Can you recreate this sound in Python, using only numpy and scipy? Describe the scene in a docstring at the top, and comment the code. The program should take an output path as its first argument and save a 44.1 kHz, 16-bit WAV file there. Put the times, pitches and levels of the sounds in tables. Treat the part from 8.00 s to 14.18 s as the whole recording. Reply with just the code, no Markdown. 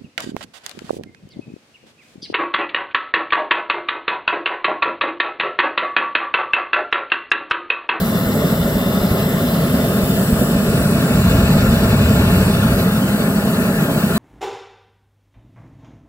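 """Propane pipe burner in a vise

The flame roars, rumbles and puffs as coloured noise and short pulses; the pipe rings as resonant noise.
Air rushes into the intake and rings it in gliding narrow bands, at first shaded by a hand.
The gas jet hisses to the right and sings in bands of noise; mid-scene the flame flutters deeply.
The listening point moves from the vise to the nozzle, which fades and re-levels the layers.
"""
import sys
import numpy as np
from scipy import signal
from scipy.fft import rfft, irfft, next_fast_len
from scipy.io import wavfile
from scipy.ndimage import uniform_filter1d, map_coordinates

SR = 44100
rng = np.random.default_rng(int(sys.argv[2]) if len(sys.argv) > 2 else 0)


def transcribe(signal):
    """Save signal, clipped to [-1, 1], as a 16-bit WAV file at the path in sys.argv[1]."""
    frames = np.atleast_2d(signal).T
    limited = np.clip(frames, -1, 1)
    pcm = np.round(limited * 32767).astype(np.int16)
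    wavfile.write(sys.argv[1], SR, pcm)


N = 272538

# listening point: (time [s], place [0 by the vise .. 1 by the nozzle])
LISTENING_PLACE = [(0, 0), (1.5, 0.051), (2.1, 0.49), (2.9, 0.88), (6.18, 0.99)]
# unsteadiness of the flame: (time [s], unrest [0 calm .. 1 full flutter])
FLAME_UNREST = [(0, 0), (1.8, 0.21), (2.35, 0.0055), (3.08, 0.55), (3.14, 0.89), (4.45, 0.9), (4.8, 0.66),
                (4.87, 0.44), (5.05, 0.09), (6.18, 0)]
# stereo pickup at each place: (frequency [Hz], likeness [0-1], phase by which left leads [rad], L-R [dB])
EARS_BY_VISE = [(90, 0.99, 0.12, 0.2), (430, 1, 0.2, 0), (730, 0.93, 0.5, -1.7), (1120, 0.8, -0.6, 6),
                (1290, 0.84, -0.4, 2), (1510, 0.7, 0.4, 2.5), (1630, 0.5, 1.5, 3), (2620, 0.97, 3, 0.7),
                (2930, 0.5, 3.5, 6), (3080, 0.2, 4, 1.4), (3350, 0.4, 5, -7), (3530, 0.85, 5.5, 6),
                (3830, 0.4, 5.5, 2), (4950, 0.68, 6.2, -5), (5040, 0.78, 5.5, -4), (6200, 0.31, 3.5, -5),
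                (6290, 0.18, 7.5, -2.6), (6890, 0.61, 0.5, -2), (7280, 0.38, 4, 0.3)]
EARS_BY_NOZZLE = [(90, 0.98, 0.05, -0.6), (470, 1, 0.03, 0.0), (600, 0.93, 0.45, -0.5),
                  (950, 0.85, -0.1, 1.7), (1480, 0.67, -0.2, 5.5), (1760, 0.27, 2.6, 8.5),
                  (1950, 0.4, 2.1, 5.5), (2150, 0.66, 2.5, 2.5), (2810, 0.77, 2.5, 1.6),
                  (2980, 0.22, 3.0, -1.5), (3160, 0.95, 3.5, 0.7), (4220, 0.87, 2.5, -3),
                  (4440, 0.36, 1.3, -8), (4840, 0.67, 2, -4), (5430, 0.08, 1.7, -3.5),
                  (5680, 0.37, -0.5, -6), (6290, 0.38, -1.5, -2.1), (6900, 0.15, -1, -0.1),
                  (7280, 0.7, 2, 0.2)]


def amp(db):
    """Decibels to gain."""
    return 10 ** (np.asarray(db) / 20)


def unit(x):
    """Scaled to rms 1."""
    return x / np.sqrt(np.mean(x ** 2) + 1e-20)


def along(points, hz, axis=1):
    """One column of a table by frequency, read on a log axis."""
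    table = np.transpose(points)
    return np.interp(np.log(hz + 1), np.log(table[0] + 1), table[axis])


def curves(rows):
    """One value per sample for each column after the time."""
    time_s, *columns = np.transpose(rows)
    return [np.interp(np.arange(N) / SR, time_s, column) for column in columns]


def wobble(rate_hz):
    """Smooth random curve with rate_hz knots a second."""
    knots = rng.standard_normal(int(N * rate_hz / SR) + 4)
    return map_coordinates(knots, [np.arange(N) * rate_hz / SR])


def envelope(start_s, end_s, attack_s, release_s):
    """Attack, hold and release, with the ramps centred on start and end."""
    t = np.arange(N) / SR
    rise = np.clip(.5 + (t - start_s) / attack_s, 0, 1)
    fall = np.clip(.5 + (end_s - t) / release_s, 0, 1)
    return rise * fall


def bumps(rows, half_s):
    """Gaussian level changes in dB, one per (s, dB) row; half_s is the half-width at 1/e."""
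    t = np.arange(N) / SR
    return sum(db * np.exp(-np.minimum(((t - s) / half_s) ** 2, 20)) for s, db in rows)


def level(rule, bend=1, place_bend=1):
    """Level in dB from place and unrest; a bend under 1 answers already to a slight change."""
    calm_db, nozzle_db, flutter_db = rule
    place = np.maximum(curves(LISTENING_PLACE)[0], 0)
    unrest = np.maximum(curves(FLAME_UNREST)[0], 0)
    return calm_db + nozzle_db * place ** place_bend + flutter_db * unrest ** bend


def filtered(x, response):
    """x times a response of frequency."""
    size = next_fast_len(N + 8192)
    return irfft(rfft(x, size) * response(np.fft.rfftfreq(size, 1 / SR)), size)[..., :N]


def noise(colour):
    """Coloured mono noise of rms 1."""
    return unit(filtered(rng.standard_normal(N), colour))


def heard(colour, ears):
    """Coloured stereo noise of rms 1 with the likeness, phase and balance of a pickup table."""
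    turn = lambda hz: np.arccos(np.clip(along(ears, hz), 0, 1)) / 2
    spread = lambda hz: colour(hz) * [np.cos(turn(hz)), np.sin(turn(hz))]
    mid, side = filtered(rng.standard_normal((2, N)), spread)
    half = np.array([[.5], [-.5]])
    lean = lambda hz: np.exp(1j * half * along(ears, hz, axis=2)) * amp(half * along(ears, hz, axis=3))
    return unit(filtered(np.array([mid + side, mid - side]), lean))


def between_places(by_vise, by_nozzle):
    """Equal-power fade between two views of a sound as the listening point moves."""
    place = np.clip(curves(LISTENING_PLACE)[0], 0, 1)
    return np.sqrt(1 - place) * by_vise + np.sqrt(place) * by_nozzle


def steadied(x, seconds):
    """Evens out the slow swells of a noise and keeps its fast flutter."""
    power = np.mean(np.atleast_2d(x) ** 2, axis=0)
    return x / np.sqrt(np.abs(uniform_filter1d(power, max(int(seconds * SR), 2))) + 1e-9)


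def patchy(x, depth_db, bands_size, time_size):
    """Eddies colour a noise with drifting patches of gain; sizes in STFT bins and frames."""
    spectrum = signal.stft(x, nperseg=512)[2]
    field = rng.standard_normal(spectrum.shape[-2:])
    field = uniform_filter1d(field, size=bands_size, axis=0)
    field = uniform_filter1d(field, size=time_size, axis=1)
    return unit(signal.istft(spectrum * amp(depth_db * unit(field)), nperseg=512)[1][..., :N])


def flame(flicker):
    """Turbulent burning roars around the pipe's lowest resonance; an unsteady flame adds rumble."""
    # (frequency [Hz], by the vise [dB per Hz, relative], by the nozzle [dB per Hz, relative])
    roar_colour = [(30, -43, -36), (103, -15, -23.5), (135.4, -8.5, -3.5), (161.6, -2, -2), (197.4, 0, 2),
                   (247.8, -4, -4.5), (309, -15.5, -16.5), (394, -12.5, -11.5), (447, -11, -11.5),
                   (463, -15, -16.5), (560, -11.5, -15), (676, -13.5, -12.5), (751, -24, -32),
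                   (1120, -93, -90)]
    # (frequency [Hz], density [dB per Hz, relative])
    rumble_colour = [(15, -31), (28, -27), (42, -16.5), (60, -9), (100, -5), (140, -8), (200, -11.5),
                     (350, -64), (900, -98)]
    # base levels: (calm by the vise [dB], added by the nozzle [dB], added at full flutter [dB])
    roar_rule = (-18, 1.46, 1.5)
    rumble_rule = (-31, 0, 15)
    # brief irregular level changes of the roar, up or down: (time [s], change [dB])
    roar_changes = [(0.36, 2.5), (0.44, 4), (0.53, 1), (1.03, 2), (1.12, 0), (1.6, 4), (1.75, 3.5),
                    (1.995, 1), (2.19, 2.5), (2.32, 4), (2.42, 4), (2.56, 4), (3.72, -1), (4.12, 3),
                    (4.36, 1.5), (5.24, -1), (5.79, -2)]
    # momentary stalls of the rumble: (time [s], dip [dB])
    stalls = [(3.06, -26), (3.12, -5), (3.79, -5), (4.48, -2)]

    roar = between_places(heard(lambda hz: amp(along(roar_colour, hz, axis=1)), EARS_BY_VISE),
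                          heard(lambda hz: amp(along(roar_colour, hz, axis=2)), EARS_BY_NOZZLE))
    roar_db = level(roar_rule, bend=0.3) + bumps(roar_changes, half_s=0.015) + 0.33 * flicker

    rumble = steadied(noise(lambda hz: amp(along(rumble_colour, hz))), seconds=0.061)
    # the rumble's level wanders less as the flutter grows
    rumble_db = level(rumble_rule) + (1 - curves(FLAME_UNREST)[0]) * wobble(9)
    # stronger flutter means larger eddies, so the rumble deepens as it grows
    deep = filtered(rumble, lambda hz: 1 / (1 + (hz / 65) ** 4))
    rumble = rumble + (amp(0.17 * (rumble_db + 34)) - 1) * deep
    rumble_gain = amp(rumble_db + 2.0 + bumps(stalls, half_s=0.027))
    return amp(roar_db) * steadied(roar, seconds=0.11) + rumble_gain * rumble


def resonances(modes, hz, axis=0):
    """Gain of a set of (Hz, width, dB, ..) resonances; axis picks the level column."""
    least_width_hz = 65  # the moving gas damps every resonance at least this much
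    shape = lambda centre_hz, width_hz: (
        1 / (1 + (2 * (hz - centre_hz) / max(width_hz, least_width_hz)) ** 2))
    return np.sqrt(sum(amp(levels_db[axis]) ** 2 * shape(centre_hz, width_hz)
                       for centre_hz, width_hz, *levels_db in modes))


def pipe_colour(hz, axis):
    """The pipe from the vise (0) or nozzle (1), fading out below and above its resonances."""
    # burner and the space around it:
    # (frequency [Hz], width before the damping floor [Hz], by the vise [dB], by the nozzle [dB])
    pipe_modes = [(835, 34, -1, 1.5), (1090, 127, -1, 0), (1257, 27, -1, 0), (1412, 46, -1, 3.5),
                  (1606, 72, -5.5, -1.5), (1760, 80, -4, -1), (1970, 270, -7.5, -14), (2260, 88, -27, -6.5),
                  (2536, 90, -19, -4.5), (2742, 49, -7.5, -1.5), (2990, 100, -16, -12),
                  (3570, 104, -7.5, -3.5), (4044, 53, -8.5, -4), (4520, 194, -15, -10.5),
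                  (4970, 84, -16, -15.5), (5210, 145, -16.5, -14), (5580, 120, -19, -15),
                  (6030, 140, -22, -17.5), (6780, 250, -20.5, -18.5)]
    limits_db = along([(400, -42), (760, 0), (7200, -0.5), (9000, -49)], hz)
    return resonances(pipe_modes, hz, axis=axis) * amp(limits_db)


def off_the_vise(x, near_s, far_s, echo_db):
    """An echo off the steel combs x; the comb slides as its path grows along the move."""
    delay_s = near_s + (far_s - near_s) * curves(LISTENING_PLACE)[0]
    late = lambda channel: map_coordinates(channel, [np.arange(N) - delay_s * SR])
    return x + amp(echo_db) * np.apply_along_axis(late, axis=-1, arr=x)


def pipe(flicker):
    """The gas and air mixture rings the pipe; its colour turns with the listening place."""
    # base levels: (calm by the vise [dB], added by the nozzle [dB], added at full flutter [dB])
    flow_rule = (-31.5, 3, 2.1)
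    bright_rule = (1.33, -2, 2.26)
    rush = between_places(heard(lambda hz: pipe_colour(hz, axis=0), EARS_BY_VISE),
                          heard(lambda hz: pipe_colour(hz, axis=1), EARS_BY_NOZZLE))
    # passing eddies feed now one resonance, now its neighbour
    rush = amp(2.5) * patchy(rush, depth_db=1.6, bands_size=2, time_size=14)
    upper = filtered(rush, lambda hz: amp(along([(1500, -43), (2200, 3)], hz)))
    echoed = off_the_vise(upper, near_s=0.00103, far_s=0.001262, echo_db=-22)
    bright_db = level(bright_rule, bend=0.98) + 0.54 * wobble(35)
    flow_db = level(flow_rule, bend=1.7, place_bend=5.6) + 0.45 * flicker
    return amp(flow_db) * (rush + amp(bright_db) * echoed - upper)


def breathy_tone(pitch_hz, width_hz, lag_rad=0):
    """A narrow band of noise that follows a pitch; lag_rad shifts its phase."""
    pole = np.exp(-np.pi * abs(width_hz) / SR)
    a, b = unit(signal.lfilter([1], [1, -2 * pole, pole ** 2], rng.standard_normal((2, N))))
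    phase = 2 * np.pi * np.cumsum(pitch_hz) / SR + lag_rad
    return a * np.cos(phase) + b * np.sin(phase)


def intake():
    """Air drawn into the open fitting rushes, and rings it at pitches that glide as the hand moves."""
    # rush of air: (frequency [Hz], density [dB per Hz, relative])
    draught_colour = [(1800, -25), (2700, 8), (3200, 26), (4200, -18), (4850, -6), (5500, 2), (6700, 11),
                      (7600, -15), (9000, -60)]
    # (calm by the vise [dB], added by the nozzle [dB], added at full flutter [dB])
    draught_rule = (-49, 6.5, -8)
    # (start [s], end [s], first pitch [Hz], last pitch [Hz], width of each of two poles [Hz],
    # level [dB], phase by which left lags [rad])
    intake_rings = [(-0.3, 1.3, 3280, 3230, 240, -47, 2.2), (1.15, 2.7, 3250, 2950, 380, -42, 1.9),
                    (2.1, 3, 4450, 4470, 150, -46, 2), (-0.3, 1.9, 5240, 5210, 140, -52, 0.6),
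                    (1.6, 2.5, 4860, 4800, 170, -50, 2.8), (1.7, 3.15, 5210, 5200, 200, -45.5, 2.9),
                    (-0.3, 3.1, 5560, 5520, 100, -50, 1.2), (-0.3, 2.4, 7040, 6960, 130, -51, 1.8)]
    fade_s = 0.19
    draught = heard(lambda hz: amp(along(draught_colour, hz)), EARS_BY_NOZZLE)
    out = amp(level(draught_rule)) * patchy(draught, depth_db=5.0, bands_size=3, time_size=20)
    waver_hz = 32 * wobble(7)  # all pitches wander together with the draught
    for start_s, end_s, from_hz, to_hz, width_hz, db, lag_rad in intake_rings:
        pitch_hz = curves([(start_s, from_hz), (end_s, to_hz)])[0] + waver_hz
        ring = breathy_tone(pitch_hz, width_hz, lag_rad * np.array([[-.5], [.5]]))
        out = out + amp(db) * envelope(start_s, end_s, fade_s, fade_s) * ring
    return out


def singing():
    """The jet moves between breathy tones: each is a band of noise that swells, glides and dies."""
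    # (start [s], end [s], first pitch [Hz], last pitch [Hz], width [Hz],
    # level before the jet's lift and flutter [dB], time to swell and to die [s])
    jet_tones = [(-0.2, 2.42, 14600, 14450, 650, -39.5, .2), (-0.2, 2.3, 13200, 13200, 450, -41.5, .3),
                 (-0.2, 2.1, 12000, 11850, 900, -41.5, .3), (0.25, 1.45, 7780, 7760, 240, -47.5, .15),
                 (2.12, 3.15, 7800, 7680, 300, -45.5, .15), (2.13, 2.32, 8900, 8800, 400, -43, .12),
                 (2.66, 2.96, 8850, 8830, 340, -41, .15), (2.7, 3.1, 10800, 10600, 550, -42.5, .15),
                 (3.1, 4.48, 7600, 7630, 180, -43, .2), (3.15, 4.44, 13760, 13760, 1200, -35.8, .14),
                 (4.22, 4.44, 12850, 12850, 750, -38.5, .08), (4.25, 4.62, 8500, 9100, 900, -42, .25),
                 (4.53, 4.82, 9000, 9350, 1000, -38.5, .2), (4.55, 6.4, 12850, 12980, 950, -38.7, .3)]
    out = np.zeros(N)
    for start_s, end_s, from_hz, to_hz, width_hz, db, fade_s in jet_tones:
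        band = lambda hz: 1 / (1 + (2 * hz / width_hz) ** 4) ** .5
        pitch_hz = curves([(start_s, from_hz), (end_s, to_hz)])[0]
        phase = 2 * np.pi * np.cumsum(pitch_hz) / SR
        tone = noise(band) * np.cos(phase) + noise(band) * np.sin(phase)
        waver_db = 1.2 * wobble(9)
        out += amp(db + waver_db) * envelope(start_s, end_s, fade_s, fade_s) * tone
    return out


def jet():
    """Propane hisses out of the orifice and sings against the intake."""
    # (frequency [Hz], by the vise [dB per Hz, relative], by the nozzle [dB per Hz, relative])
    hiss_colour = [(3000, -45, -40), (6000, -13, -8), (7300, -11, -4.5), (7750, -5, -3), (8600, -4, -.5),
                   (9500, -2.5, -1), (10100, -2, -3), (10800, -3, 1), (11350, -2, -1.5), (12700, -1, -1.5),
                   (13700, -3, -3), (14400, -2, -1), (15200, -4.5, -1), (15700, -4, -2)]
    # (time [s], level before flutter [dB])
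    hiss_level = [(0, -32.5), (1.2, -32), (2.2, -29), (2.45, -28), (2.55, -31.5), (2.65, -30), (2.8, -29),
                  (3.2, -30), (4.2, -30.5), (4.4, -30), (4.9, -31), (6.18, -29.5)]
    hiss = between_places(noise(lambda hz: amp(along(hiss_colour, hz, axis=1))),
                          noise(lambda hz: amp(along(hiss_colour, hz, axis=2))))
    hiss = amp(curves(hiss_level)[0]) * patchy(hiss, depth_db=1.6, bands_size=2, time_size=24)
    flutter_db = .4 * wobble(50) + .45 * wobble(25)
    return amp(flutter_db) * (hiss + singing() * amp(1.2 + 0.9 * wobble(30)))


def from_the_right(x):
    """A source to the right reaches the left channel a moment later."""
    lag_s = 0.000259
    return filtered(x, lambda hz: np.exp(2j * np.pi * lag_s * np.outer([-.5, .5], hz)))


def puffs():
    """A pocket of gas burns at once: one soft push between two pulls."""
    # (time [s], peak [dB])
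    puff_peaks = [(0.268, -17), (0.412, -33), (0.61, -17), (0.648, -15), (0.76, -15), (1.02, -13),
                  (1.115, -13), (1.569, -18), (2.037, -13), (2.332, -8.5), (2.398, -15), (2.56, -15),
                  (2.692, -14.5), (2.781, -23), (5.662, -27)]
    width_s = 0.0032  # centre to zero crossing
    out = np.zeros(N)
    t = np.arange(N) / SR
    for s, db in puff_peaks:
        u = np.clip((t - s) / width_s, -10, 10)
        out += amp(db) * (1 - u ** 2) * np.exp(-u ** 2 / 2)
    return out


def scene():
    """Flame and pipe share one flicker; the jet hisses above them from the right."""
    flicker = wobble(40)
    return flame(flicker) + pipe(flicker) + intake() + from_the_right(jet()) + puffs()


def record(dry):
    """Rounds off the highest peaks and keeps nothing from the band limit up."""
    top_hz = 15780
    held = dry / (1 + np.abs(dry) ** 8) ** (1 / 8)
    return filtered(held, lambda hz: hz < top_hz)


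dry = scene()
out = record(dry)
transcribe(out)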